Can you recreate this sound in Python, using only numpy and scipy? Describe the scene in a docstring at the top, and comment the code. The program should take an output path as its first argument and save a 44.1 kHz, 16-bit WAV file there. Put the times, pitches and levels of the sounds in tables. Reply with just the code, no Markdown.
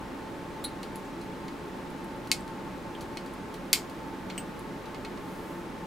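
"""A small workshop, microphone close to a circuit board in a vice; an equipment fan and mains hum throughout.
First a caught lead pings, then flush cutters knock on the board and slide along the leads, spring tinking.
At 2.3 s the jaws bite through a lead and slam shut, a crack with a brief steel ring. More handling, a thin
electronic whine comes in, and at 3.7 s a second, louder snip. One more lead pings, the jaws knock a few
times, and the hands draw away with a soft brushing."""
import sys
import numpy as np
from scipy import signal
from scipy.fft import rfft, irfft
from scipy.io import wavfile
from scipy.ndimage import uniform_filter1d

SR = 44100
rng = np.random.default_rng(int(sys.argv[2]) if len(sys.argv) > 2 else 0)


def unload_wav(signal):
    """Save mono or channel-first audio to the path in sys.argv[1] as 16-bit WAV at rate SR, clipped to [-1, 1]."""
    wavfile.write(
        sys.argv[1],
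        SR,
        np.round(np.clip(np.atleast_2d(signal).T, -1, 1) * 32767).astype(np.int16),
    )


N = 258426
TIME = np.arange(N) / SR
RING_TIME = TIME[:8000]  # time axis of one blow as it dies away
BAND_LIMIT_HZ = 15900

# fan and room air: freq_hz, relative_db
FAN_SPECTRUM = [(20, -18), (45, -14.5), (100, -12.5), (170, -5), (300, -3.5), (480, -10), (700, -15.5),
                (1300, -16.5), (2000, -21), (3000, -27), (5000, -33.5), (8000, -39), (12000, -43.5),
                (16000, -47.5)]
# resonances of housing and room: centre_hz, width_hz, lift_db
FAN_RESONANCES = [(184.3, 11.2, 6), (281, 20, 3), (299, 16, -3), (346, 23, 5.5), (386, 22, -4),
                  (419.6, 25, 4), (554.5, 45, 4), (819, 88, 5.5), (893, 25, 14), (1068, 69, 5.5),
                  (4040, 160, 1.5)]
# stereo width of the fan: freq_hz, side_db
FAN_SIDE = [(40, -20), (150, -14.5), (350, -11.5), (700, -8.5), (1200, -7), (3000, -5.5), (7000, -7.5),
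            (14000, -36)]
# how the fan leans at the microphone: freq_hz, left_minus_right_db
FAN_BALANCE = [(60, -5.5), (130, -3.5), (290, -0.5), (640, 1.5), (1410, -0.5), (3100, 0.5), (6820, -0.5),
               (15000, 0.5)]
# tones of mains and motors: pitch_hz, rms_db, channel_phase_rad
HUM_TONES = [(36, -59.3, .3), (59.3, -60, .4), (71, -69, .4), (98, -66, .4), (120, -61, .4), (586, -65, .8),
             (875.7, -53.3, .8)]
# the whine and the brushing each come and go: start_s, attack_s, end_s, release_s, rms_db
WHINE_SWELL = (3.45, .12, 5.7, .15, -76.3)
BRUSH_SWELL = (5.15, .15, 5.72, .22, -63)

# first reflections off board, vice and bench: delay_s, gain
NEAR_ECHOES = [(.00021, 0.17), (.00048, 0.4), (.0015, .22), (.0086, 0.091)]
# decay of the room: freq_hz, t60_s
ROOM_DECAY = [(1000, 0.46), (2600, 0.15), (7000, 0.19), (10000, 0.15), (15000, 0.16)]
# stereo width of the reflections: freq_hz, side_db
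REFLECTION_SIDE = [(1000, -4), (2500, -16), (4500, -5), (8000, -10), (13000, -12)]

# modes of cutters and board, struck at the tips or deep in the jaws: pitch_hz, tip_db, deep_db, t60_s
CUTTER_MODES = [(2183, 2, 3, .11), (2522, 0, -1, .10), (2790, -5, -8, .08), (3075, -7, 0, .11),
                (3950, -4, -8, .08), (4262, 2, -6, .09), (4665, -5, 4, .10), (4735, -1, -4, .10),
                (5360, -12, -1, .10), (5900, -6, -9, .07), (6952, -9, 1, .08), (7380, -2, -8, .07),
                (7530, -9, -2, .07), (8785, -2, -3, .09), (8930, -1, -9, .09), (9935, -14, 2, .06),
                (11650, -3, -12, .07), (12420, -10, -5, .065), (14480, -12, -8, .06)]
# steel touching the board: freq_hz, relative_db
TOUCH_SPECTRUM = [(200, -22), (1200, -2), (1800, -3), (2250, -6), (3100, 2), (3600, -5), (4300, 0),
                  (5200, -9), (7000, -10), (9200, -9), (15500, -13.5)]
# modes of the cutters' spring: pitch_hz, relative_db
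SPRING_MODES = [(7700, -12), (8500, -15), (9800, -9), (11080, 0), (12080, -8)]
# the spring slips as the grip changes: start_s, level_db
SPRING_TINKS = [(0.9575, -22), (1.903, -37), (2.043, -34), (3.337, -33), (4.593, -29.5)]
# an edge slides along a lead: start_s, level_db, slide_s
LEAD_SCRAPES = [(1.212, -26.5, .018), (2.273, -26, .002), (2.479, -28.5, .0011), (3.009, -20.5, 0.013),
                (3.262, -27, 0.0024), (3.5406, -21.5, 0.0096), (3.898, -26, .001)]
# the jaws knock on the board: start_s, level_db, contact_s
BOARD_KNOCKS = [(0.8312, -16, 0.00033), (1.4822, -20.5, 0.0012), (3.172, -11.5, 0.0015), (4.3, -13, 0.005),
                (4.857, -23, 0.0034), (4.946, -20, .0022), (5.049, -15.5, 0.0033), (5.175, -23.5, 0.0029)]
# a lead's first bending mode, split in three: ratio_to_pitch, relative_db
LEAD_LOW_MODES = [(0.933, -4.5), (1.001, 1), (1.08, -5.5)]
# its higher bending modes: ratio_to_second_bend, relative_db
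LEAD_HIGH_MODES = [(.825, -11.5), (.988, -6), (1.001, -1), (1.035, -5.5), (1.86, -14)]
# flicked leads: start_s, level_db, pitch_hz, second_bend_ratio, hardness_db, chatter_s, t60_s
LEAD_PINGS = [(0.641, -13.5, 4077, 2.506, -3, 0.0066, 0.039), (0.646, -12.5, 4084, 2.506, 1, 0.0012, 0.055),
              (1.047, -35, 7150, 2.7, -20, .015, .04), (2.408, -31, 8500, 2.7, -15, .003, .013),
              (2.951, -23, 3180, 2.7, -22, 0.0018, 0.022), (4.379, -14.5, 2865, 2.836, 3.5, 0.0022, 0.05)]
# the jaws slamming shut: freq_hz, relative_db
SNIP_SPECTRUM = [(200, -34), (1000, -15.5), (1750, -10), (2300, -1), (3200, 1), (3700, 0), (4600, 3.5),
                 (6200, -4.5), (7000, 0), (9500, -2.5), (11000, -5), (14500, -3.5), (16000, -33)]
# the two cuts: start_s, level_db, dull_hz, thin_hz, ring_db, room_db, depth (0 tips, 1 deep in the jaws)
LEAD_SNIPS = [(2.3158, -0.2, 8900, 1490, 1.5, -4.5, 0), (3.7302, 5.5, 15700, 600, -3.5, -2.5, 1)]


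def amp(db):
    """Decibels to gain."""
    return np.exp(np.log(10) * np.asarray(db) / 20)


def unit(x):
    """Scales to an average energy of one per channel."""
    return x / np.sqrt(np.mean(np.sum(x ** 2, -1)) + 1e-20)


def read(points, hz):
    """Reads a table on a log-frequency axis."""
    freq_hz, value = np.transpose(points)
    return np.interp(np.log(hz + 1), np.log(freq_hz + 1), value)


def add(mix, start_s, sound):
    """Mixes a sound in at its start time."""
    part = mix[:, round(start_s * SR):][:, :sound.shape[-1]]
    part += sound[..., :part.shape[-1]]


def convolve(a, b):
    """Convolution along time, cut to the length of one ring."""
    return signal.fftconvolve(np.atleast_2d(a), np.atleast_2d(b), axes=1)[:, :len(RING_TIME)]


def noise(gain):
    """Noise of rms one, shaped by a gain for each frequency bin."""
    return unit(irfft(rfft(rng.standard_normal(N)) * gain, N)) * np.sqrt(N)


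def spread(pair, side_points):
    """Takes two unrelated signals as mid and side; returns left and right."""
    size = pair.shape[-1]
    side = irfft(rfft(pair[1]) * amp(read(side_points, np.fft.rfftfreq(size, 1 / SR))), size)
    return np.array([pair[0] + side, pair[0] - side])


def swell(start_s, attack_s, end_s, release_s, db):
    """A gain that rises, holds and falls away."""
    return amp(db) * np.clip(np.minimum((TIME - start_s) / attack_s, (end_s - TIME) / release_s), 0, 1)


def fan(level_db=-39.5):
    """The room tone: steady air noise, coloured by the resonances of housing and room."""
    hz = np.fft.rfftfreq(N, 1 / SR)
    lift_db = sum(db * .5 ** ((2 * (hz - centre) / width) ** 2) for centre, width, db in FAN_RESONANCES)
    side_power_db = 10 * np.log10(1 + amp(read(FAN_SIDE, hz)) ** 2)
    colour = amp(read(FAN_SPECTRUM, hz) + lift_db - side_power_db)
    air = spread(np.array([noise(colour), noise(colour)]), FAN_SIDE)
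    lean = amp(np.outer([.5, -.5], read(FAN_BALANCE, hz)))
    return amp(level_db) * irfft(rfft(air) * lean, N)


def hum(waver_rad=0.63, waver_hz=2.2):
    """Tones of mains and motors, the higher ones wavering a little."""
    waver = waver_rad * noise(np.exp(-np.fft.rfftfreq(N, 1 / SR) / waver_hz))
    out, top_hz = np.zeros((2, N)), HUM_TONES[-1][0]
    for hz, db, apart_rad in HUM_TONES:
        phase = 2 * np.pi * (hz * TIME + rng.random()) + waver * hz / top_hz
        out += amp(db) * np.sin([phase + apart_rad / 2, phase - apart_rad / 2])
    return np.sqrt(2) * out


def whine(pitch_hz=13184):
    """A thin electronic tone far above the hum."""
    return np.sqrt(2) * swell(*WHINE_SWELL) * np.sin(2 * np.pi * pitch_hz * TIME)


def brush(centre_hz=11000, width_hz=6000):
    """Fine, high friction noise as the hands draw away."""
    hz = np.fft.rfftfreq(N, 1 / SR)
    return swell(*BRUSH_SWELL) * noise(np.exp(-((hz - centre_hz) / width_hz) ** 2))


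def scatter(t60_s):
    """Dense dying reflections, evened out in colour."""
    fade = amp(-60 * RING_TIME / t60_s)
    spectrum = rfft(rng.standard_normal((2, len(RING_TIME))) * fade)
    colour = np.sqrt(uniform_filter1d(abs(spectrum) ** 2, size=80, axis=1))
    return unit(irfft(spectrum / colour, len(RING_TIME)) * (RING_TIME < 2 * t60_s))


def workshop(room_db, vice_db=-4, vice_t60_s=0.012, bench_db=-0.6, bench_t60_s=0.046, build_s=0.0051):
    """The path to the close microphone: direct sound, echoes, vice and bench scatter, short room tail."""
    direct = np.zeros(len(RING_TIME))
    direct[0] = 1
    for delay_s, gain in NEAR_ECHOES:
        direct[round(delay_s * SR)] += gain
    near = amp(vice_db) * scatter(vice_t60_s) + amp(bench_db) * scatter(bench_t60_s)
    hz, t, bands = signal.stft(rng.standard_normal((2, len(RING_TIME))), SR, nperseg=128)
    fade = amp(-60 * t / read(ROOM_DECAY, hz)[:, None])
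    tail = signal.istft(bands * fade, SR)[1][:, :len(RING_TIME)]
    tail *= 1 - np.exp(-RING_TIME / build_s)  # wall reflections take a moment to gather
    return direct + spread(near + amp(room_db) * unit(tail), REFLECTION_SIDE)


def contact(hz, dull_hz, thin_hz):
    """Softer contact dulls a blow above dull_hz, lighter contact thins it below thin_hz."""
    return 1 / np.sqrt((1 + (hz / dull_hz) ** 4) * (1 + (thin_hz / hz) ** 2))


def crack(spectrum, dull_hz, thin_hz, size=2048):
    """The pulse of one blow, its energy packed at the start."""
    hz = abs(np.fft.fftfreq(size, 1 / SR)) + 1
    gain = amp(read(spectrum, hz)) * contact(hz, dull_hz, thin_hz)
    minimum_phase = np.exp(np.conj(signal.hilbert(np.log(gain))))
    return unit(np.fft.ifft(minimum_phase).real)


def jaw_ring(dull_hz, thin_hz, depth=0.23, skew_rad=.45, narrow_hz=7000):
    """The dying modes of cutters and board; the place of the blow decides which ones speak."""
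    hz, tip_db, deep_db, t60_s = np.transpose(CUTTER_MODES)[:, :, None]
    db = tip_db + depth * (deep_db - tip_db)
    envelopes = contact(hz, dull_hz, thin_hz) * amp(db - 60 * RING_TIME / t60_s)
    # the lower modes reach the two channels a little out of step
    skew = skew_rad * rng.choice([-1, 1], hz.shape) / (1 + (hz / narrow_hz) ** 4)
    phase = 2 * np.pi * (hz * RING_TIME + rng.random(hz.shape)) + np.array([skew, -skew])
    return unit((envelopes * np.sin(phase)).sum(1))


def chatter(decay_s, even_s):
    """A first contact, then a dying run of tiny slips, equal to it in energy when decay_s is even_s."""
    slips = rng.standard_normal(len(RING_TIME)) * (rng.random(len(RING_TIME)) < .15)
    return (RING_TIME == 0) + decay_s / even_s * unit(slips * np.exp(-RING_TIME / decay_s))


def touch(room, dull_hz, thin_hz, scrape_s, ring_db=-5):
    """A light touch ticks and rings steel and board; the longer the scrape, the more of it is slips."""
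    slips = chatter(scrape_s, even_s=0.0032)
    tick = convolve(crack(TOUCH_SPECTRUM, dull_hz, thin_hz), slips)
    return unit(convolve(tick, room)) + amp(ring_db) * jaw_ring(dull_hz / 2, thin_hz)


def wire_ring(room, partials, t60_s, chatter_s):
    """A wire chatters on the steel and rings with its partials: pitch_hz, level_db."""
    drive = convolve(chatter(chatter_s, even_s=0.0047), room)
    fade = amp(-60 * RING_TIME / t60_s)
    return sum(amp(db) * unit(convolve(np.sin(2 * np.pi * hz * RING_TIME) * fade, drive))
               for hz, db in partials if hz < BAND_LIMIT_HZ)


def strays(from_s=0.41, to_s=5.8, per_s=1, softest_db=-43.5, range_db=14):
    """Barely heard touches at chance moments while the hands are at the board."""
    out, room = np.zeros((2, N)), workshop(room_db=-4)
    span_s = to_s - from_s
    for when, strength in rng.random((round(per_s * span_s), 2)):
        tick = touch(room, dull_hz=8000, thin_hz=4000, scrape_s=.004)
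        add(out, from_s + when * span_s, amp(softest_db + range_db * strength) * tick)
    return out


def tinks(tick_db=-6):
    """The spring slips in its seat with a tiny tick and the same high ring each time."""
    out, room = np.zeros((2, N)), workshop(room_db=-4)
    for start_s, db in SPRING_TINKS:
        tick = amp(tick_db) * touch(room, dull_hz=9500, thin_hz=20000, scrape_s=.003)
        ring = wire_ring(room, SPRING_MODES, t60_s=0.013, chatter_s=0.0023)
        add(out, start_s, amp(db) * (ring + tick))
    return out


def scrapes():
    """The cutting edges slide down a lead to find their place, thin and bright."""
    out, room = np.zeros((2, N)), workshop(room_db=-1)
    for start_s, db, slide_s in LEAD_SCRAPES:
        add(out, start_s, amp(db) * touch(room, dull_hz=11500, thin_hz=9000, scrape_s=slide_s))
    return out


def knocks(brief_s=0.00065, brief_dull_hz=7400, softening=0.28):
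    """The jaws meet the board; a longer contact is a softer one and gives a duller knock."""
    out, room = np.zeros((2, N)), workshop(room_db=-3.5)
    for start_s, db, contact_s in BOARD_KNOCKS:
        dull_hz = brief_dull_hz * (brief_s / contact_s) ** softening
        add(out, start_s, amp(db) * touch(room, dull_hz, thin_hz=950, scrape_s=contact_s))
    return out


def pings(rasp_db=-5, even_s=0.0033):
    """A lead slips off the jaws and rings; a harder flick adds overtones, longer chatter a bright rasp."""
    out, room = np.zeros((2, N)), workshop(room_db=-5)
    for start_s, db, hz, second_bend, hardness_db, chatter_s, t60_s in LEAD_PINGS:
        partials = [(hz * ratio, mode_db) for ratio, mode_db in LEAD_LOW_MODES]
        partials += [(hz * second_bend * ratio, mode_db + hardness_db)
                     for ratio, mode_db in LEAD_HIGH_MODES]
        rasp_gain = amp(rasp_db + hardness_db) * chatter_s / even_s
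        rasp = rasp_gain * touch(room, dull_hz=20000, thin_hz=30000, scrape_s=chatter_s)
        add(out, start_s, amp(db) * (wire_ring(room, partials, t60_s, chatter_s) + rasp))
    return out


def snips():
    """Close to the microphone the lead parts at once: the jaws slam shut with a crack and ring briefly."""
    out = np.zeros((2, N))
    for start_s, db, dull_hz, thin_hz, ring_db, room_db, depth in LEAD_SNIPS:
        blow = convolve(crack(SNIP_SPECTRUM, dull_hz, thin_hz), workshop(room_db))
        ring = amp(ring_db) * jaw_ring(dull_hz, thin_hz, depth)
        add(out, start_s, amp(db) * (blow + ring))
    return out


def scene():
    """Close work at the board, with the drone of the workshop behind it."""
    cutters = snips() + knocks() + scrapes() + strays() + pings() + tinks()
    return cutters + fan() + hum() + whine() + brush()


def record(dry, ceiling=.92):
    """Peaks are held just below full scale; a low-pass then ends the treble at the recorder's cut-off."""
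    limited = np.clip(dry, -ceiling, ceiling)
    lowpass = signal.firwin(301, BAND_LIMIT_HZ, window=("kaiser", 9), fs=SR)
    return signal.oaconvolve(limited, lowpass[None], "same")


dry = scene()
out = record(dry)
unload_wav(out)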